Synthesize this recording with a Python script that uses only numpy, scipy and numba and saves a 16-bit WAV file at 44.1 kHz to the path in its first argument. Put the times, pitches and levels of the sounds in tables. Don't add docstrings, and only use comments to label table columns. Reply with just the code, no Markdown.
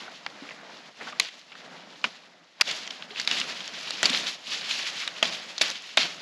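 import sys
import numpy as np
from scipy import signal
from scipy.fft import rfft, irfft
from scipy.io import wavfile
from scipy.ndimage import uniform_filter1d
from numba import njit

SR = 44100
rng = np.random.default_rng(int(sys.argv[2]) if len(sys.argv) > 2 else 0)


def put_to_file(sound):
    columns = np.atleast_2d(sound).T
    safe = np.clip(columns, -1, 1)
    whole_steps = np.round(safe * 32767)
    wavfile.write(sys.argv[1], SR, whole_steps.astype(np.int16))


N = 274279
TIME = np.arange(N) / SR

# time_s, rustle_db, scuff_db
BACKGROUND = [(0.0, -41.5, -45), (0.09, -47.5, -50), (0.56, -51, -49.5), (0.73, -49, -46),
              (0.885, -52, -52), (0.938, -60.5, -60), (0.98, -50.5, -58), (1.19, -55.5, -53),
              (1.27, -56, -60), (1.494, -58.5, -62), (1.54, -50, -55), (1.715, -50.5, -48),
              (2.03, -52.5, -54), (2.23, -57, -56), (2.55, -60.5, -59), (2.65, -50, -57.5),
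              (3.13, -50, -49.5), (3.66, -42.5, -49.5), (4.02, -34, -43.5), (4.34, -45, -49),
              (4.43, -48, -53), (4.78, -33.5, -47.5), (5.0, -33.5, -50), (5.13, -41.5, -47),
              (5.94, -44.5, -53.5), (6.22, -45.5, -48)]
# peak_s, rustle_db, scuff_db, fade_t60_s
LITTER_SWEEPS = [(0.277, -47.5, -54, 0.29), (0.439, -60, -46.5, 0.33), (1.021, -46, -41.5, 0.21),
                 (1.084, -44, -42, .6), (1.33, -48, -57, 0.64), (2.157, -46, -65, 0.39),
                 (2.69, -30, -40.5, 0.75), (2.76, -36.5, -48.5, 0.61), (2.92, -44, -51, 0.56),
                 (3.186, -34.5, -48.5, 1), (3.323, -30.5, -39, 0.96), (3.385, -27.5, -45, 0.31),
                 (3.495, -32, -45.5, 0.64), (3.615, -39.5, -46, 0.16), (4.139, -26.5, -36, .5),
                 (4.205, -31, -40.5, .5), (4.24, -31.5, -46, 0.27), (4.285, -29, -40, .25),
                 (4.48, -33, -52, 1), (4.53, -31, -45.5, .7), (4.718, -30, -48, .6),
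                 (5.279, -29, -40.5, 0.52), (5.699, -34, -42, 0.16), (5.754, -40.5, -50, 0.15),
                 (5.84, -41, -63, 0.45), (6.055, -30, -38.5, 0.36)]
SWELL_DB_PER_S = 339
# frequency_hz, gain_db
LEAF_SPECTRUM = [(150, -30), (500, -19.5), (1000, -5), (2400, 6.5), (3700, 5.5), (5200, 2.5), (7000, -3.5),
                 (14000, -15)]
# frequency_hz, gain_db
SCUFF_SPECTRUM = [(120, -3), (250, -2.5), (380, -6.5), (650, -1), (1000, -5.5), (2000, -5.5), (6000, -50.5)]
# start_s, peak_db, pitch_hz, splitting_ms
TWIG_CRACKS = [(0.079, -30, 1430, 4.3), (.263, -16.5, 2210, 3.7), (.489, -31, 1840, 13),
               (0.506, -28, 2020, 23.7), (1.0088, -28, 1930, 23.4), (1.068, -29, 1480, 37),
               (1.122, -29, 1210, 16.6), (1.219, -27, 3020, 6.5), (1.248, -25.5, 2650, 7.7),
               (1.284, -28, 3030, 9.8), (1.518, -34.5, 2470, 19.4), (1.552, -33, 1870, 9.1),
               (2.600, -30, 1520, 9.1), (2.6715, -21.5, 3450, 8.7), (2.709, -16.5, 4500, 9.5),
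               (2.874, -22, 3220, 4.7), (2.905, -20.5, 3390, 8.4), (3.023, -23, 3200, 5.25),
               (3.1035, -28, 3260, 23.5), (3.171, -24, 2920, 25), (3.198, -12.5, 4470, 4.3),
               (3.312, -10.5, 3120, 4.3), (3.400, -12.5, 4440, 3.16), (3.677, -21, 4100, 3),
               (3.906, -15.5, 4050, 4), (4.0557, -4.5, 4300, 6), (4.095, -10.5, 3600, 9.7),
               (4.131, -15, 4340, 3.3), (4.147, -13, 2800, 7.4), (4.1735, -20, 3500, 6),
               (4.267, -19, 3360, 11), (4.709, -14.5, 3740, 7.1), (4.792, -19.5, 2200, 12),
               (5.076, -12, 3460, 6.1), (5.253, -16, 3280, 6.5), (5.580, -15, 4800, 7),
               (5.681, -20, 4450, 4.3), (5.701, -19.5, 5570, 4.4), (5.712, -19, 5200, 4.4),
               (6.031, -14.5, 3520, 5)]
CHANCE_FOLLOWS, CHANCE_DB, CHANCE_SCATTER_DB = .6, 3, 3.0
CHANCE_HZ, CHANCE_MS = 3830, 4.5
# start_s, level_db, pitch_hz
GROUND_THUMPS = [(0.421, -26, 282), (2.051, -29, 237), (3.11, -29, 424), (4.037, -45, 218),
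                 (4.101, -20.5, 253), (5.987, -29, 247)]
# start_s, peak_db, lower_wood_hz, upper_wood_hz, knock_db, splitting_ms,
# shaken_leaves_db, jolted_ground_db, shaking_t60_s
BLADE_CUTS = [(1.198, -2.5, 2260, 4070, -58, 6, -32.5, -47.5, 0.45),
              (2.041, -9, 2220, 2900, -39, 13, -32.5, -37.5, 0.23),
              (2.61, -3, 2700, 4700, -32, 10.1, -55, -62, .2),
              (3.2751, -5, 3600, 4500, -41, 3.1, -28.5, -46, 0.63),
              (4.0299, -2, 1900, 3570, -24.5, 5, -21.5, -31.5, 0.32),
              (5.2266, -5, 2730, 3220, -18.5, 8.1, -23, -30, 0.38),
              (5.612, -5, 2950, 3640, -26, 19.4, -22.5, -36, 0.4),
              (5.9713, -3, 2400, 3800, -40, 15, -22, -34, 0.44)]
# pitch_hz, level_db (added to knock_db), t60_s
STICK_MODES = [(661, 0.5, 0.041), (810, -12, 0.077), (1160, -22, 0.06)]
# frequency_hz, gain_db
MICROPHONE = [(25, -40), (90, -24.5), (170, 0), (5000, 0), (7000, -1.5), (8000, -9), (8800, -16.5),
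              (9060, -28), (9300, -14.5), (10000, -9.5), (11400, -8), (12100, -31), (13200, -15.5),
              (14200, -58)]
TOP_HZ = 15500


def undb(db):
    return 10 ** (np.asarray(db) / 20)


def unit(x):
    return x / np.sqrt(np.mean(x ** 2))


def colour(x, table):
    hz, db = np.transpose(table)
    bins = np.fft.rfftfreq(4096, 1 / SR)
    gain_db = np.interp(np.log(bins + 1), np.log(hz), db)
    cepstrum = irfft(np.log(undb(gain_db)))
    cepstrum[1:2048] *= 2
    cepstrum[2049:] = 0
    response = irfft(np.exp(rfft(cepstrum)))[:2048]
    return signal.fftconvolve(x, response)[:len(x)]


@njit
def ring(n, rate, s, hz, t60, size):
    out = np.zeros(n)
    for k in range(len(s)):
        turn = np.exp(2j * np.pi * hz[k] / rate - np.log(1000) / (t60[k] * rate))
        phasor = size[k] + 0j
        start = int(s[k] * rate)
        for i in range(max(start, 0), min(start + int(t60[k] * rate), n)):
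            out[i] += phasor.imag
            phasor *= turn
    return out


def walk(rate):
    hold = int(SR / rate)
    held = np.repeat(rng.standard_normal(N // hold + 1), hold)
    return 1.35 * uniform_filter1d(uniform_filter1d(held, hold), hold)[:N]


def swept(column):
    background, sweeps = np.transpose(BACKGROUND), np.transpose(LITTER_SWEEPS)
    power = undb(np.interp(TIME, background[0], background[column])) ** 2
    for peak_s, db, t60 in zip(sweeps[0], sweeps[column], sweeps[-1]):
        drop_db = np.maximum(SWELL_DB_PER_S * (peak_s - TIME), 60 * (TIME - peak_s) / t60)
        power = power + undb(db - drop_db) ** 2
    return 10 * np.log10(power)


def stirred(level_db, jolt_db):
    power = undb(level_db) ** 2
    for cut, db in zip(BLADE_CUTS, jolt_db):
        start_s, t60 = cut[0], cut[-1]
        fade_db = 60 * np.clip(TIME - start_s, 0, 2) / t60
        power = power + (TIME > start_s) * undb(db - fade_db) ** 2
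    return np.sqrt(power)


def crackle(count, cycles, scatter_db, hiss_db, low_hz, high_hz):
    s, place, luck, sign = rng.random((count, 4)).T
    hz = low_hz * (high_hz / low_hz) ** place
    scatter = undb(-scatter_db * np.log(1 - luck))
    size = hz * scatter * np.sign(sign - .5)
    snaps = ring(N, 1. * SR, s * N / SR, hz, cycles / hz, size)
    return unit(snaps) + undb(hiss_db) * rng.standard_normal(N)


def leaves(rustle_db):
    out = 0
    clumps_db = 1.76 * walk(45)
    for edges_hz in [(100, 2500), (2500, 5000), (5000, 18000)]:
        grains = crackle(count=40000, cycles=10.0, scatter_db=2.5, hiss_db=1.5, low_hz=304.0, high_hz=15000.0)
        band = signal.sosfilt(signal.butter(2, edges_hz, "band", fs=SR, output="sos"), grains)
        out = out + band * undb(clumps_db + 1.0 * walk(24.88))
    shaken_db = np.transpose(BLADE_CUTS)[6]
    return stirred(rustle_db, shaken_db) * unit(colour(out, LEAF_SPECTRUM))


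def scuffing(scuff_db):
    grains = crackle(count=4000, cycles=17.2, scatter_db=1.0, hiss_db=10.0, low_hz=100.3, high_hz=2910.0)
    jolted_db = np.transpose(BLADE_CUTS)[7]
    uneven = undb(1.4 * walk(25.03))
    return stirred(scuff_db, jolted_db) * uneven * unit(colour(grains, SCUFF_SPECTRUM))


def split(s, peak_db, hz, ms, count, spread, cycles, fade_db, onset, woody):
    out = np.zeros(N + SR)
    draws = rng.standard_normal((len(s), count, 3)).transpose(0, 2, 1)
    for k, (jitter, detune, size) in enumerate(draws):
        when = (np.arange(count) + np.tanh(jitter) + 1) / (count + 1)
        rings = np.arange(count) % 2
        wood_hz = np.resize(np.repeat(hz[k], 2), count)
        pitch = np.clip(wood_hz * np.exp(np.where(rings, .05, spread) * detune), 300, 15000)
        size = size * np.minimum(when / onset, 1) * undb(-fade_db * when) * np.where(rings, woody, 1)
        size = size * (pitch / np.mean(hz[k])) ** .8
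        t60 = cycles * np.where(rings, 2.2, 1) / pitch
        burst = ring(SR // 10, 1. * SR, when * ms[k] / 1000, pitch, t60, size)
        start = int(s[k] * SR)
        out[start:start + len(burst)] += burst * undb(peak_db[k]) / np.abs(burst).max()
    return signal.sosfilt(signal.butter(2, 550, "high", fs=SR, output="sos"), out[:N])


def cracks(rustle_db):
    place_s, luck, place_hz = rng.random((90, 3)).T
    busy = np.cumsum(undb(rustle_db * CHANCE_FOLLOWS))
    s = np.interp(place_s * busy[-1], busy, TIME)
    peak_db = np.interp(s, TIME, rustle_db) + CHANCE_DB - CHANCE_SCATTER_DB * np.log(1 - luck)
    hz = CHANCE_HZ * 2 ** (place_hz - .5)
    chance = np.transpose([s, peak_db, hz, np.full(len(s), CHANCE_MS)])
    s, peak_db, hz, ms = np.concatenate([TWIG_CRACKS, chance]).T
    return split(s, peak_db, hz, ms, count=40, spread=0.367, cycles=21.0, fade_db=14.5, onset=0.062, woody=0.48)


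def thumps():
    s, level_db, hz = np.transpose(GROUND_THUMPS)
    knock = ring(N, 1. * SR, s, hz, np.full(len(s), .09), undb(level_db - 7.5))
    return signal.sosfilt(signal.butter(2, 450, fs=SR, output="sos"), knock)


def cuts():
    s, peak_db, low_hz, high_hz, knock_db, ms, *_ = np.transpose(BLADE_CUTS)
    wood_hz = np.transpose([low_hz, high_hz])
    sound = split(s, peak_db, wood_hz, ms, count=48, spread=0.628, cycles=14.1, fade_db=19.0,
                  onset=0.074, woody=0.72)
    for mode_hz, db, t60 in STICK_MODES:
        held_hz = mode_hz * (1 + 0.032 * rng.standard_normal(len(s)))
        sound += ring(N, 1. * SR, s, held_hz, np.full(len(s), t60), undb(knock_db + db))
    return sound


def scene():
    rustle_db, scuff_db = swept(1), swept(2)
    dragging = leaves(rustle_db) + scuffing(scuff_db)
    breaking = cuts() + cracks(rustle_db)
    return (dragging + breaking + thumps())[None]


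def record(dry):
    coloured = colour(dry[0], MICROPHONE)[None]
    return signal.sosfilt(signal.ellip(8, .2, 70, TOP_HZ, fs=SR, output="sos"), coloured)


dry = scene()
out = record(dry)
put_to_file(out)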